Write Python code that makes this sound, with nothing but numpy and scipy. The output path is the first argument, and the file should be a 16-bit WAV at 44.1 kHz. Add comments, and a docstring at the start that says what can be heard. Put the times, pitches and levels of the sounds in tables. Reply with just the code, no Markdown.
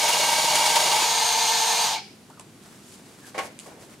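"""A small banknote counter on a desk in a quiet room, close to a stereo microphone.
For the first second the last notes flick through while plastic gears clatter, drone and whine in the
casing. It runs on empty, its pinion warbling, and coasts to a stop at 2 s. Then, a little further off,
hands lift the stack out of its holder; the paper rustles and, from 3.3 s, is knocked on the desk."""
import sys
import numpy as np
from scipy import signal
from scipy.fft import rfft, irfft, next_fast_len
from scipy.io import wavfile
from scipy.ndimage import map_coordinates

SR = 44100
rng = np.random.default_rng(int(sys.argv[2]) if len(sys.argv) > 2 else 0)


def inscribe(sig):
    """Save sig as 16-bit PCM at rate SR to the path in sys.argv[1].

    A 1-D sig is mono; a 2-D sig holds one channel per row.
    Samples are clipped to [-1, 1] before scaling.
    """
    pcm = np.round(np.clip(np.atleast_2d(sig).T, -1, 1) * 32767)
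    wavfile.write(sys.argv[1], SR, pcm.astype(np.int16))


N = 176400
T = np.arange(N) / SR

EMPTY_S, UNLOAD_S, STOP_S = 1.062, 0.15, 2.03  # last note leaves; time for the load to go; standstill
MESH_HZ, PINION_HZ = 899, 2142  # teeth meeting each second, running free: gears, motor pinion
WHEEL_HZ, WHEEL_PEAK_S = 14.85, .0287  # feed wheel: turns a second, its first fast moment
WARBLE, JERK, FLUTTER = .014, .009, .002  # shares of the pinion's pitch: from wheel, notes, tooth play
NOTE_HZ, FIRST_NOTE_S, NOTE_SCATTER_S = 19.3, 0.02784, 0.0085
FLICK_RISE_S, FLICK_FALL_S = .004, .018
STRAIN_HZ, STRAIN_DB, STRAIN_SWELL = 916, -31.5, .6  # main gear under load, pulsing with each note
HUM_HZ, ROLLER_HZ, TOP_HZ = 458.6, 153.3, 15800

# the motor's run (time [s], speed [1 = running free])
MOTOR_SPEED = [(0, 1.045), (1.04, 1.065), (1.13, 1), (1.85, 1), (1.875, .915), (1.935, .81), (2.0, .28)]
# rise and fall of the casing's drone (time [s], relative level [dB])
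DRONE_LEVEL = [(0, -24.5), (.45, -27), (.52, -24.5), (.73, -25.5), (.8, -24), (.97, -23.5), (1.1, -27),
               (1.85, -26)]
# casing resonances, with notes and on empty (frequency [Hz], relative level [dB])
CASING_LOADED = [(260, -37), (450, -17), (477, -10.5), (505, -24), (610, -7.5), (673, -13.5), (919, 0),
                 (977, -1), (1010, -13), (1170, -15), (1560, -23), (2640, -120)]
CASING_FREE = [(290, -51), (500, -16), (527, -54), (574, -12.5), (656, -20), (691, -8.5), (824, -6),
               (891, 2.5), (1010, -9), (1280, -24), (1400, -52), (3080, -120)]
# colour of the tooth clatter, with notes and on empty (frequency [Hz], relative level [dB])
CLATTER_LOADED = [(680, -39), (1150, -10), (1460, -21), (1600, -7.5), (1780, -10.5), (2220, -3.5),
                  (2400, -6.5), (2830, -6), (3150, -2.5), (6650, -5), (7420, -9), (9030, -7),
                  (12000, -18.5), (13400, -14), (15800, -31)]
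CLATTER_FREE = [(680, -30), (1150, -12.5), (1390, -8), (1460, -18.5), (1550, -4.5), (1850, -15),
                (2100, -7.5), (3120, -5), (4100, -2), (5220, -6.5), (6950, -4), (7400, -11), (8650, -8.5),
                (11800, -23), (13400, -14.5), (15800, -39)]
# narrow whines of gears and ringing casing, with notes and on empty (frequency [Hz], level [dB])
WHINE_LOADED = [(612, -37.5), (1577, -41), (2245, -42), (2830, -36)]
WHINE_FREE = [(903, -39), (1787, -42), (2412, -41), (4221, -39.5), (4662, -37.5)]
# the pinion's harmonics, lowest first (level with notes [dB], level on empty [dB])
PINION_HARMONICS = [(-33.5, -40.5), (-34, -38.5), (-33, -30), (-51, -37), (-56, -47)]
# the desk shaking under the machine (frequency [Hz], relative level [dB])
SHAKE_COLOUR = [(20, -18), (160, 1), (900, -24.5)]
# a note's scrape and its slap (frequency [Hz], relative level [dB])
NOTE_SCRAPE = [(300, -18), (1200, 1.5), (3500, 6.5), (7000, 2.5), (10000, 0.5), (15500, -17)]
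NOTE_SLAP = [(40, -37), (120, -12), (165, -6), (200, -2.5), (400, -2.5), (600, 0.5), (1000, -30)]
# stiffer notes snapping (time [s], level relative to the usual flick [dB])
SNAPS = [(.08, 9), (0.552, 11.5), (0.652, 11.5), (0.756, 14.5)]
# the rollers rubbing to rest (frequency [Hz], relative level [dB])
RUB_COLOUR = [(1200, -13), (2400, 0), (3600, -6), (5200, 5), (7000, -25), (12000, -33)]
# the casing rings as the gears drag to rest (time [s], level [dB], t60 [s], frequency [Hz])
COAST_RINGS = [(1.924, -32.5, 0.32, 804.5), (1.956, -30.5, 0.19, 2300)]
# the holder taps as the stack comes out (time [s], level [dB], t60 [s], frequency [Hz])
HOLDER_TAPS = [(2.299, -41, 0.089, 1000), (2.328, -50, 0.12, 1400), (2.372, -46, 0.12, 1180),
               (2.395, -42, 0.13, 963)]
# paper edges ticking (time [s], level [dB], t60 [s])
EDGE_TICKS = [(2.3, -49, 0.028), (2.396, -33, 0.02), (2.407, -45, .07), (3.59, -25, 0.0065),
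              (3.596, -39.5, 0.1)]
# colour of those ticks (frequency [Hz], relative level [dB])
TICK_COLOUR = [(800, -10), (3000, -0.5), (5500, -5), (7800, 5), (10000, -1), (15000, -28)]
# paper sliding in the hands (peak time [s], rise [s], fall [s], hiss level [dB], body level [dB])
RUSTLES = [(2.72, 0.14, 0.071, -55, -54.5), (2.92, 0.087, 0.044, -51.5, -71),
           (3.12, 0.23, 0.3, -56.5, -57.5), (3.28, 0.02, 0.021, -47, -54),
           (3.45, 0.028, 0.029, -45.5, -46.5), (3.66, 0.064, 0.067, -51.5, -55),
           (3.829, 0.036, 0.046, -52, -55.5), (3.925, 0.03, 0.028, -52, -50.5)]
# hiss and body of sliding paper (frequency [Hz], relative level [dB])
RUSTLE_HISS = [(1000, -10), (3000, -4.5), (8000, -1), (11000, -5.5), (15500, -21)]
RUSTLE_BODY = [(200, -5), (650, 3), (1100, 0), (1700, -1), (3000, -10), (6000, -23)]
# card-like scrape along the stack's edge (time [s], half length [s], frequency [Hz], level [dB])
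EDGE_SCRAPES = [(3.258, .035, 1650, -54)]
# the stack meets the desk (time [s], level [dB], t60 [s], treble gain [dB])
KNOCKS = [(3.343, -33.5, 0.49, -3), (3.379, -21.5, 0.024, 7), (3.386, -27.5, 0.14, 4.5),
          (3.438, -41, 0.22, -17), (3.657, -43, 0.99, -9.5)]
# colour of its thud (frequency [Hz], relative level [dB])
KNOCK_COLOUR = [(88, -34), (150, -17), (409, -2), (600, -1.5), (850, -4.5), (1200, -9), (2230, -7.5),
                (3400, -17), (4500, -19), (10000, -26), (15000, -41)]
# the desk top's modes (frequency [Hz], relative level [dB], t60 [s])
DESK_MODES = [(782, -8, 0.17), (1099, 0.5, 0.14), (2196, -13, 0.22)]
# stereo image of the close machine, and of the hands and room (frequency [Hz], left-right likeness [0-1])
NEAR = [(60, 0.38), (180, 0.88), (550, 1), (1650, 0.89), (4970, 0.87), (15000, 0.7)]
FAR = [(30, 0.71), (150, 0.97), (550, 0.85), (1650, .5), (15000, 0.55)]
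# the room's reverberation (frequency [Hz], t60 [s])
ROOM_DECAY = [(150, 0.41), (900, 0.21), (2500, 0.56), (7500, 0.44), (15000, 0.15)]
# room tone (frequency [Hz], relative level [dB])
ROOM_TONE = [(12, -56), (20, -35), (123, 2), (233, 3.5), (355, -0.5), (554, -9), (1200, -14), (8310, -20),
             (10700, -22), (15800, -35)]


def machine(flick):
    """The counter, close up: its drive runs loaded while notes pass, then free, then slows."""
    speed = np.maximum(curve([*MOTOR_SPEED, (STOP_S, 0)]), 0)
    load = np.clip(.5 + (EMPTY_S - T) / UNLOAD_S, 0, 1)
    boom = 1 + 0.14 * (np.interp(T - 0.0047, T, flick) - 1)  # the casing booms just after each note
    drive = casing_drone(speed, load, boom) + tooth_clatter(speed, load)
    drive += gear_and_casing_whine(speed, load, boom, flick)
    tones = hum(speed, load) + pinion(speed, load)
    desk_shake = amp(-55) * speed * noise(SHAKE_COLOUR, NEAR)
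    return drive + tones + desk_shake


def teeth(speed, loose, scatter_db, count=120, size=3):
    """Two impact trains, size hits a tooth: faults return every turn; the loose share falls at random."""
    travel = np.cumsum(speed + 1e-9) * MESH_HZ / SR  # teeth passed so far
    hit = np.arange(int(MESH_HZ * T[-1]) * size)
    per_turn = count * size
    out = np.zeros((2, N))
    for train in out:
        steady = rng.random(per_turn)[hit % per_turn], rng.standard_normal((2, per_turn))[:, hit % per_turn]
        chance = rng.random(len(hit)), rng.standard_normal((2, len(hit)))
        for (lag, (flank, strength)), share in (steady, 1 - loose), (chance, loose):
            at = np.interp(hit // size + lag, travel, np.arange(N), right=N).round().astype(int)
            force = np.sign(flank) * amp(scatter_db * strength)
            train += np.sqrt(share) * unit(np.bincount(at, force, N + 1)[:N])
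    return out


def casing_drone(speed, load, boom):
    """Tooth impacts drive the casing's resonances, softer as the motor slows."""
    loaded = stereo(teeth(speed, loose=0.57, scatter_db=3.0), CASING_LOADED, NEAR)
    free = stereo(teeth(speed, loose=0.25, scatter_db=2.0), CASING_FREE, NEAR)
    drone = np.sqrt(load) * boom * loaded + np.sqrt(1 - load) * free
    return drone * amp(curve(DRONE_LEVEL) - 4.5) * speed ** 1.13


def tooth_clatter(speed, load):
    """Plastic teeth strike each other, softer and duller as they slow."""
    loaded = stereo(teeth(speed, loose=0.71, scatter_db=3.5, size=12), CLATTER_LOADED, NEAR)
    free = stereo(teeth(speed, loose=0.8, scatter_db=3.5, size=10), CLATTER_FREE, NEAR)
    clatter = amp(-27.5) * np.sqrt(load) * loaded + amp(-27) * np.sqrt(1 - load) * free
    dull = filtered(clatter, lambda hz: 1 / (1 + (hz / 6000) ** 6))
    return dull * speed ** 1.12 + (clatter - dull) * np.minimum(speed, 1) ** 2.6


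def gear_and_casing_whine(speed, load, boom, flick):
    """While notes pass, the casing rings at fixed pitches; on empty the whines sink as the motor slows."""
    drone_gain = amp(curve(DRONE_LEVEL))
    strain = (drone_gain / np.mean(drone_gain[:SR])) ** 2  # grows faster than the drone
    pulse = 1 + STRAIN_SWELL * (flick - 1)
    loaded = boom * fuzzy_tones(WHINE_LOADED, width_hz=58)
    loaded += strain * pulse * fuzzy_tones([(STRAIN_HZ, STRAIN_DB)], width_hz=57)
    free = speed ** 4 * fuzzy_tones(WHINE_FREE, width_hz=28, speed=speed)
    return load * loaded + np.sqrt(1 - load) * free


def pinion(speed, load):
    """The pinion whistles: notes jerk its pitch about; on empty it warbles once a turn of the wheel."""
    warble = WARBLE * np.cos(2 * np.pi * WHEEL_HZ * (T - WHEEL_PEAK_S))
    bend = 1 + (1 - load) * warble + JERK * load * wobble(45) + FLUTTER * wobble(300)
    phase = 2 * np.pi * np.cumsum(PINION_HZ * speed * bend) / SR
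    out = np.zeros(N)
    for k, (loaded_db, free_db) in enumerate(PINION_HARMONICS, 1):
        flicker = unit(amp(3 * wobble(90)))
        out += amp(free_db + load * (loaded_db - free_db)) * flicker * np.sin(k * phase)
    return out * np.minimum(speed, 1) ** 4


def hum(speed, load):
    """The feed rollers hum under load; on empty a casing tone swells once a turn of the wheel."""
    rollers = amp(-52) * np.sin(2 * np.pi * ROLLER_HZ * T + .5 * wobble(20))
    swing = 1 + 0.16 * np.sin(2 * np.pi * WHEEL_HZ * T)
    casing = amp(-39.5) * np.minimum(speed, 1) ** 10 * swing * np.sin(2 * np.pi * HUM_HZ * T)
    return np.sqrt(load) * rollers + np.sqrt(1 - load) * casing


def flicks():
    """One quick swell for each passing note, about rms 1 while the notes last."""
    swells = np.zeros(N)
    for k, (late, level_db) in enumerate(rng.standard_normal((30, 2))):
        start = FIRST_NOTE_S + k / NOTE_HZ
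        if start < EMPTY_S:
            age = np.maximum(T - start - NOTE_SCATTER_S * late, 0)
            swells += amp(level_db) * (1 - np.exp(-age / FLICK_RISE_S)) * np.exp(-age / FLICK_FALL_S)
    return unit(swells) * np.sqrt(EMPTY_S / T[-1])


def notes(flick):
    """Each note scrapes through the rollers and slaps onto the stack; a stiff one snaps."""
    snaps = sum(blow(start, db, t60=0.11, attack_s=0.0035) for start, db in SNAPS)
    scrape = amp(-32.5) * (flick + snaps) * noise(NOTE_SCRAPE, NEAR)
    slap = amp(-44) * flick * noise(NOTE_SLAP, NEAR)
    return scrape + slap


def coast():
    """The rollers rub to rest with a fading hiss; the casing gives a low groan and a short rasp."""
    rings = sum(blow(start, db, t60, attack_s=0.006) * fuzzy_tones([(hz, 0)], width_hz=hz / 7)
                for start, db, t60, hz in COAST_RINGS)
    return rings + blow(start=1.92, db=-34, t60=0.47, attack_s=0.0072) * noise(RUB_COLOUR, NEAR)


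def stack_knocks():
    """The stack thuds on the desk and sets its top ringing."""
    out = np.zeros((2, N))
    thud = noise(KNOCK_COLOUR, FAR)
    low = filtered(thud, lambda hz: 1 / (1 + (hz / 1100) ** 4))
    for start, db, t60, treble_db in KNOCKS:
        out += blow(start, db, t60, attack_s=0.0031) * (low + amp(treble_db) * (thud - low))
        for hz, mode_db, mode_t60 in DESK_MODES:
            mode = np.sin(2 * np.pi * (hz * T + rng.random()))
            out += blow(start, db + mode_db - 4, mode_t60, attack_s=0.0035) * mode
    return out


def holder_taps():
    """The note holder taps with a short, rough ring as the stack comes out."""
    return sum(blow(start, db, t60, attack_s=0.00079) * np.sin(2 * np.pi * hz * T + 1.5 * wobble(450))
               for start, db, t60, hz in HOLDER_TAPS)


def paper_in_hands():
    """Edges tick, sheets slide under an uneven grip, and the stack's edge scrapes."""
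    ticks = sum(blow(start, db, t60, attack_s=0.00033) for start, db, t60 in EDGE_TICKS)
    out = ticks * noise(TICK_COLOUR, FAR)
    hiss, body = noise(RUSTLE_HISS, FAR, grain_db=4), noise(RUSTLE_BODY, FAR, grain_db=6)
    grip = amp(1.1 * wobble(60))
    for peak, rise, fall, hiss_db, body_db in RUSTLES:
        swell = np.exp(-((T - peak) / np.where(T < peak, rise, fall)) ** 2)
        out += swell * grip * (amp(hiss_db) * hiss + amp(body_db) * body)
    for peak, half_length, hz, db in EDGE_SCRAPES:
        out += np.exp(-((T - peak) / half_length) ** 4) * fuzzy_tones([(hz, db)], width_hz=360)
    return out


def room(x):
    """The walls return a diffuse tail in which each frequency dies at its own speed."""
    hz, t, spectrum = signal.stft(rng.standard_normal((2, SR)), SR, nperseg=256)
    decay = amp(-60 * t / along(ROOM_DECAY, hz)[:, None])
    tail = signal.istft(spectrum * decay, SR, nperseg=256)[1]
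    return signal.fftconvolve(x, tail / np.linalg.norm(tail[0]), axes=1)[:, :N]


def amp(db):
    """Decibels to gain."""
    return 10 ** (np.asarray(db) / 20)


def unit(x):
    """Scale to rms 1."""
    return x / np.sqrt(np.mean(x ** 2) + 1e-20)


def along(points, hz):
    """Read (frequency [Hz], value) points on a log axis."""
    knots, values = np.transpose(points)
    return np.interp(np.log(hz + 1), np.log(knots + 1), values)


def curve(rows):
    """Read (time [s], value) points at every sample."""
    return np.interp(T, *np.transpose(rows))


def wobble(rate):
    """A smooth random curve, rate knots a second."""
    return map_coordinates(rng.standard_normal(4000), [T * rate], mode="wrap")


def blow(start, db, t60, attack_s):
    """A quick rise and an exponential decay."""
    age = np.maximum(T - start, 0)
    return amp(db - 60 * age / t60) * (1 - np.exp(-age / attack_s))


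def filtered(x, response):
    """Shape x by a gain that depends on frequency."""
    size = next_fast_len(N + SR // 2)
    return irfft(rfft(x, size) * response(np.fft.rfftfreq(size, 1 / SR)), size)[..., :N]


def stereo(pair, colour, alike):
    """Two unrelated signals become mid and side of a coloured left and right of rms 1."""
    def response(hz):
        angle = np.arccos(np.clip(along(alike, hz), 0, .995)) / 2
        return amp(along(colour, hz)) * [np.cos(angle), np.sin(angle)]
    mid, side = filtered(pair, response)
    return unit(np.array([mid + side, mid - side]))


def noise(colour, alike, grain_db=0):
    """Coloured stereo noise, crackly when grain_db is high."""
    white = rng.standard_normal((2, N))
    grains = np.repeat(rng.standard_normal(N // 12 + 1), 12)[:N]
    return stereo(white * amp(grain_db * grains), colour, alike)


def fuzzy_tones(lines, width_hz, speed=1):
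    """Narrow stereo noise bands at (frequency [Hz], level [dB]); speed scales their pitch."""
    phase_per_hz = 2 * np.pi * np.cumsum(speed * np.ones(N)) / SR
    out = np.zeros((2, N))
    for hz, db in lines:
        apart = np.arccos(np.clip(along(NEAR, hz), 0, 1)) / 2 * wobble(width_hz / 2)
        phase = hz * phase_per_hz + np.array([apart, -apart])
        out += amp(db) * (wobble(width_hz) * np.cos(phase) + wobble(width_hz) * np.sin(phase))
    return out


def scene():
    """The counter close by, the hands a little further off, and room tone behind them."""
    flick = flicks()
    counter = machine(flick) + notes(flick) + coast()
    hands = stack_knocks() + holder_taps() + paper_in_hands()
    reverb = amp(-14) * room(counter) + amp(-13) * room(hands)
    return counter + hands + reverb + amp(-50) * noise(ROOM_TONE, FAR)


def record(dry):
    """The microphone's signal, with nothing kept above the band limit."""
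    return filtered(dry, lambda hz: hz < TOP_HZ)


dry = scene()
out = record(dry)
inscribe(out)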